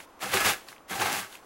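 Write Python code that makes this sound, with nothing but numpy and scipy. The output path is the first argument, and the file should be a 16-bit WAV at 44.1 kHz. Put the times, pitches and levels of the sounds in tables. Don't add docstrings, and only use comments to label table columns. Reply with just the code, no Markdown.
import sys
import numpy as np
from scipy import signal
from scipy.fft import rfft, irfft
from scipy.io import wavfile

SR = 44100
rng = np.random.default_rng(int(sys.argv[2]) if len(sys.argv) > 2 else 0)


def to_linear_factor(level_db):
    exponent = np.asarray(level_db, float) / 20
    return 10 ** exponent


def transcribe(signal):
    frames = np.atleast_2d(signal).T
    limited = np.clip(frames, -1, 1)
    pcm = np.round(limited * 32767).astype(np.int16)
    wavfile.write(sys.argv[1], SR, pcm)


N = 63945

# t/s, crunch level/dB
PUSH_LOADS = [
    [(0.18, -69), (0.226, -32), (0.306, -42.5), (0.342, -27), (0.44, -32.5), (0.448, -24), (0.494, -24.5),
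     (0.626, -78), (0.64, -73)],
    [(0.86, -79), (0.914, -35.5), (0.98, -40.5), (1.02, -24), (1.046, -31.5), (1.06, -25.5), (1.07, -29),
     (1.178, -37), (1.31, -58.5)],
]
# f/Hz, level/dB
CRUMB_SPECTRUM = [(300, -28), (450, -11), (800, -5.5), (1050, 0.5), (1670, 1), (3000, -2), (6000, -15)]
# f/Hz, level/dB
FILM_SPECTRUM = [(2500, -4), (4500, -7.5), (7000, -5), (9500, -9.5), (11500, -2.5), (12600, -14),
                 (13800, -39), (16500, -2)]
CREASES_PER_S, CREASE_SPREAD_DB = 30000, 2.0


def rms_one(x):
    return x / np.sqrt(np.mean(x ** 2) + 1e-20)


def in_time(rows):
    return np.interp(np.arange(N) / SR, *np.transpose(rows))


def at_hz(points, hz):
    point_hz, point_db = np.transpose(points)
    return np.interp(np.log(hz), np.log(point_hz), point_db)


def highpass(x, order, hz):
    return signal.sosfilt(signal.butter(order, hz, "high", fs=SR, output="sos"), x)


def click_at(s):
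    return np.arange(N) == int(s * SR)


def ring(clicks, hz, t60):
    radius = to_linear_factor(-60 / (t60 * SR))
    w = 2 * np.pi * hz / SR
    return signal.lfilter([0, np.sin(w)], [1, -2 * radius * np.cos(w), radius * radius], clicks + 1e-18)


def grains(per_s, spread_db):
    sizes = to_linear_factor(spread_db * np.minimum(rng.exponential(1, N), 5))
    signs = rng.choice([-1, 1], N)
    return rms_one(sizes * signs * (rng.random(N) < per_s / SR))


def dealt(clicks, spectrum, cycles, count):
    low, high = spectrum[0][0], min(spectrum[-1][0], 0.4 * SR)
    hand = rng.integers(0, count, N)
    unit = np.arange(2000) == 0
    out, power = 0, 0
    for k, hz in enumerate(np.geomspace(low, high, count)):
        gain = to_linear_factor(at_hz(spectrum, hz)) * np.sqrt(hz)
        size = np.linalg.norm(ring(unit, hz, cycles / hz))
        out = out + gain * ring(clicks * (hand == k), hz, cycles / hz) / size
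        power += gain ** 2 / count
    return out / np.sqrt(power)


def wood(clicks):
    # f/Hz, level/dB, t60/s
    modes = [(240, -14.5, 0.05), (385, -8, 0.11), (500, -5.5, 0.23), (676, -15, 0.15), (790, 1.5, 0.041),
             (1240, -8, 0.18), (1295, -1, 0.092), (1574, -2, 0.15), (1700, 0.5, 0.13), (2121, 0, 0.027),
             (2400, -14, 0.23), (2620, -4, 0.09)]
    out = 0
    for hz, db, t60 in modes:
        knocks = clicks * rng.standard_normal(N)
        out = out + to_linear_factor(db) * ring(knocks, hz, t60) / np.sqrt(t60 * SR / 28)
    return to_linear_factor(-14.5) * out


def push_loads(release_s):
    loads = []
    for push in PUSH_LOADS:
        start, end = (push[0][0] - 0.01, -90), (push[-1][0] + release_s, -90)
        loads.append(to_linear_factor(in_time([start] + list(push) + [end])))
    return loads


def air():
    # f/Hz, level/dB
    tone = [(25, -9.5), (60, -12.5), (160, -13.5), (310, -5.5), (1050, -6), (1600, -14.5), (3500, -29),
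            (16000, -45)]
    hz = np.maximum(np.arange(N // 2 + 1) * SR / N, 1)
    noise = irfft(rfft(rng.standard_normal(N)) * to_linear_factor(at_hz(tone, hz)), N)
    return to_linear_factor(-55) * rms_one(noise)


def crinkle():
    # t/s, crinkle level/dB
    movement = [(0, -50), (.045, -57), (.062, -68), (.188, -70.5), (.218, -41.5), (.31, -42), (.338, -29.5),
                (.425, -35), (.49, -27), (.535, -38), (.6, -75), (.645, -69), (.682, -53), (.688, -48.5),
                (.745, -60), (.79, -67.5), (.868, -73.5), (.9, -42.5), (1.19, -35.5), (1.285, -55),
                (1.352, -50), (1.41, -65)]
    clicks = to_linear_factor(in_time(movement)) * grains(CREASES_PER_S, CREASE_SPREAD_DB)
    crumbs = to_linear_factor(-1.5) * dealt(clicks, CRUMB_SPECTRUM, cycles=12.8, count=12)
    return dealt(clicks, FILM_SPECTRUM, cycles=30.4, count=40) + crumbs


def snaps():
    # t/s, peak level/dB,
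    # f/Hz, length/cycles, sharp edge level/dB
    snap_rows = [(.0028, -30.5, 2730, 2.8, -22), (.0041, -31, 2320, 3.7, -14), (0.193, -41, 1900, 3.7, -1),
                 (.3373, -13.5, 1900, 2.2, -7), (.3388, -13.5, 3070, 5, -8), (0.3401, -16, 2400, 2.5, 0),
                 (.3465, -25, 840, 4.5, -28), (.3535, -27, 705, 2.5, -27), (0.6862, -27.5, 4530, 8, -14),
                 (.6864, -40, 8000, 9, -7), (0.6872, -35.5, 1800, 7, -20), (.6912, -40, 3940, 6.1, -13),
                 (.714, -46, 10700, 18, -15), (0.7195, -33.5, 1500, 2.7, -15), (.7275, -36, 1750, 7.1, -15),
                 (.729, -35.5, 2090, 7, -15), (.764, -38.5, 2500, 6.3, -18), (.7815, -39.5, 3020, 3.9, -10),
                 (1.020, -22, 880, 13, -17), (1.058, -19.5, 860, 6.7, -10), (1.1285, -17.5, 1490, 2, 6.5),
                 (1.3265, -32.5, 3720, 4.4, -4), (1.3272, -43, 1500, 3, -20), (1.3298, -31.5, 3300, 3.1, -11),
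                 (1.3535, -31, 2600, 8, -4), (1.3537, -35, 3300, 6.3, -16), (1.3545, -41, 7500, 10, -2)]
    # t/s, peak level/dB, f/Hz
    fragments = [(0.2058, -36, 1760), (0.213, -40, 2490), (0.2169, -32, 1720), (0.2243, -26, 2170),
                 (0.234, -31, 1880), (0.2437, -23.5, 1640), (0.2581, -33, 1800), (0.274, -32, 1120),
                 (0.2894, -34, 1160), (0.2915, -31, 1290), (0.32, -22.5, 2280), (0.3343, -20, 2000),
                 (0.3364, -17, 1950), (0.3531, -16.5, 1840), (0.3715, -9.5, 2040), (0.3747, -12.5, 2020),
                 (0.3782, -24, 2060), (0.4046, -14.5, 3070), (0.4101, -19, 1600), (0.423, -18, 1490),
                 (0.4468, -21, 1420), (0.4502, -21, 1950), (0.4557, -15, 1930), (0.4649, -13, 1630),
                 (0.4703, -15, 1590), (0.4956, -12.5, 2050), (0.5039, -14, 2560), (0.523, -18, 1850),
                 (0.5353, -20, 1620), (0.5435, -39, 1120), (0.5617, -29, 1650), (0.5832, -39, 1420),
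                 (0.881, -47, 1550), (0.8842, -49, 2710), (0.9095, -36, 1610), (0.9146, -31, 1670),
                 (0.9239, -30, 1100), (0.9305, -22, 2050), (0.9432, -30, 1200), (0.949, -33, 1370),
                 (0.9636, -40, 1850), (0.9683, -37, 1610), (0.981, -27, 1890), (0.9988, -16.5, 2900),
                 (1.0111, -22.5, 1490), (1.0161, -26, 1760), (1.0203, -30, 1720), (1.0248, -26, 1720),
                 (1.0597, -30, 1920), (1.072, -21.5, 2060), (1.1296, -20.5, 3670), (1.1486, -25.5, 1700),
                 (1.1889, -23, 1670), (1.208, -38, 1850), (1.2285, -34, 1590), (1.2311, -28, 1640),
                 (1.2391, -31, 2300), (1.2477, -29, 1630)]
    fragment_cycles, fragment_edge_db, fragment_knock_db = 4.1, -12, 12
    overtone_ratio, overtone_db = 1.63, -3.5
    edge_t60_s = 0.0009

    out, edges, knocks = np.zeros(N), np.zeros(N), np.zeros(N)
    pieces = [(*row, fragment_cycles, fragment_edge_db) for row in fragments]
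    for s, db, hz, cycles, edge_db in list(snap_rows) + pieces:
        click = -to_linear_factor(db - 4) * click_at(s)
        t60 = cycles / hz
        out += ring(ring(click, hz, t60), hz, t60) * 40 / (t60 * SR)
        edges += to_linear_factor(edge_db) * click
    for s, db, hz in fragments:
        late_click = np.arange(N) == int(s * SR) + 6
        out += ring(to_linear_factor(db + overtone_db) * late_click, min(overtone_ratio * hz, 5000), 0.002)
        knocks[int(s * SR)] = to_linear_factor(db + fragment_knock_db)
    sharp = sum(ring(edges, hz, edge_t60_s) for hz in (6500, 11500))
    return out + sharp + wood(knocks)


def crushing():
    fractures_per_s, fracture_spread_db = 6000, 3
    pin_hz, pin_db, pin_t60_s = (757, 828), (-11, -11), 0.04
    loads = push_loads(release_s=0.056)
    clicks = sum(loads) * grains(fractures_per_s, fracture_spread_db)
    grip = sum(to_linear_factor(db) * load for db, load in zip(pin_db, loads))
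    pin = sum(ring(grip * rng.standard_normal(N), hz, pin_t60_s) for hz in pin_hz)
    pin = pin / np.sqrt(pin_t60_s * SR / 14)
    crumbs = dealt(clicks, CRUMB_SPECTRUM, cycles=9.9, count=16)
    return to_linear_factor(-4.0) * (crumbs + wood(clicks)) + pin


def cracks():
    load = sum(push_loads(release_s=0.044))
    clicks = grains(per_s=1500, spread_db=2.0)
    pulse = ring(clicks, 2370, 0.00055) + to_linear_factor(15) * ring(clicks, 5850, 0.00039)
    return to_linear_factor(-14) * load * rms_one(pulse)


def collapses():
    # t/s, level/dB, dying time/s, f/Hz, knock on the wood/dB
    cookies = [(0.206, -41, 0.013, 1830, 0), (0.226, -31.5, 0.02, 1440, -2), (0.288, -36, 0.014, 2500, 7),
               (0.339, -21, 0.0088, 1250, -2), (.371, -27, 0.0046, 2020, 9),
               (0.404, -25.5, 0.02, 1800, 4.5), (0.445, -43, 0.095, 2020, -30),
               (0.448, -26.5, 0.048, 2950, -7), (0.463, -30, 0.0064, 1700, 2),
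               (0.492, -34.5, 0.021, 1940, -26), (.88, -53, 0.018, 2480, -4), (.895, -41, 0.017, 2000, 5),
               (0.906, -37, 0.037, 840, 5.5), (0.95, -37, 0.04, 750, -1), (1.001, -30.5, 0.025, 915, 2),
               (1.017, -32.5, 0.018, 930, 7.5), (1.056, -31.5, 0.032, 965, -6),
               (1.118, -29.5, 0.033, 1490, -13), (1.166, -45, 0.0091, 940, 1),
               (1.186, -46, 0.012, 1600, 11)]
    attack_s = 0.0013
    t = np.arange(N) / SR
    shower = grains(per_s=9000, spread_db=2.8)
    own, film_load, knocks = 0, 0, 0
    for s, db, dying, hz, knock_db in cookies:
        age = np.maximum(t - s, 0)
        shape = to_linear_factor(db) * (1 - np.exp(-age / attack_s)) * np.exp(-age / dying)
        clicks = shape * shower
        own = own + ring(clicks, hz, 2.1 / hz) * np.sqrt(hz / SR * 6)
        film_load = film_load + shape
        knocks = knocks + to_linear_factor(knock_db) * clicks
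    creases = film_load * grains(CREASES_PER_S, CREASE_SPREAD_DB)
    film = to_linear_factor(-4) * dealt(creases, FILM_SPECTRUM, cycles=28.0, count=24)
    return own + wood(knocks) + film


def thuds():
    # t/s, peak level/dB, f/Hz
    thud_rows = [(0.226, -50, 120), (.27, -54, 85), (.29, -47, 130), (.41, -49, 60), (.935, -58, 60),
                 (1.208, -57, 110), (.24, -42.5, 195), (.255, -39.5, 500), (0.33, -39.5, 94.5),
                 (0.332, -30.5, 500), (.335, -39, 191), (0.344, -28, 385), (.37, -52, 186), (0.396, -51, 90),
                 (0.45, -38.5, 98), (0.459, -50, 208), (.462, -52, 38), (0.501, -56, 108), (0.906, -40.5, 187),
                 (0.921, -50, 92.6), (0.984, -40.5, 119.5), (1.006, -36.5, 387.5), (1.019, -42.5, 95),
                 (1.054, -66, 103), (1.15, -51.5, 94.4), (1.188, -48, 190), (.222, -37.5, 772),
                 (.26, -37.5, 790), (.34, -30, 790), (.915, -42, 750), (.953, -32, 783.5), (.978, -33, 777),
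                 (1.012, -36, 810), (1.052, -47, 790), (1.16, -31.5, 808)]
    t60_s, shortens = 0.19, 0.36
    t = np.arange(N) / SR
    out = 0
    for s, db, hz in thud_rows:
        age = np.maximum(t - s, 0) * 2 * np.log(1000) / t60_s * (hz / 200) ** shortens
        swell = age * np.exp(1 - age)
        out = out + to_linear_factor(db) * swell * np.sin(2 * np.pi * hz * (t - s))
    return out


def kitchen(x):
    t60_s, wall_cut_hz = 0.21, 2860
    out = np.zeros(N)
    dull = np.exp(-2 * np.pi * wall_cut_hz / SR)
    lags = (rng.uniform(0.008, 0.03, 8) * SR).astype(int)
    for k, lag in enumerate(lags):
        loop, state = x.copy(), [0.]
        gain = to_linear_factor(-60 * lag / SR / t60_s)
        for i in range(lag, N, lag):
            back, state = signal.lfilter([gain * (1 - dull)], [1, -dull], loop[i - lag:i], zi=state)
            loop[i:i + lag] += back[:N - i]
        out += (loop - x) * (-1) ** k
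    return out


def scene():
    table = crinkle() + snaps() + crushing() + cracks() + collapses()
    table = highpass(table, 4, 165)
    mid = table + thuds() + to_linear_factor(-16.5) * kitchen(table) + air()
    late = np.concatenate([np.zeros(150), mid[:-150]])
    bright = late + highpass(late, 1, 5400)
    hiss = highpass(rng.standard_normal(N), 2, 1800)
    side = to_linear_factor(-39) * bright + to_linear_factor(-74) * hiss
    return mid + side * np.array([[1], [-1]])


def top_cut(x):
    return signal.sosfilt(signal.butter(12, 16670, fs=SR, output="sos"), x)


def record(dry):
    hz = np.arange(N // 2 + 1) * SR / N
    cut = irfft(rfft(dry) * (hz < 15790), N)
    return top_cut(cut)


dry = scene()
out = record(dry)
transcribe(out)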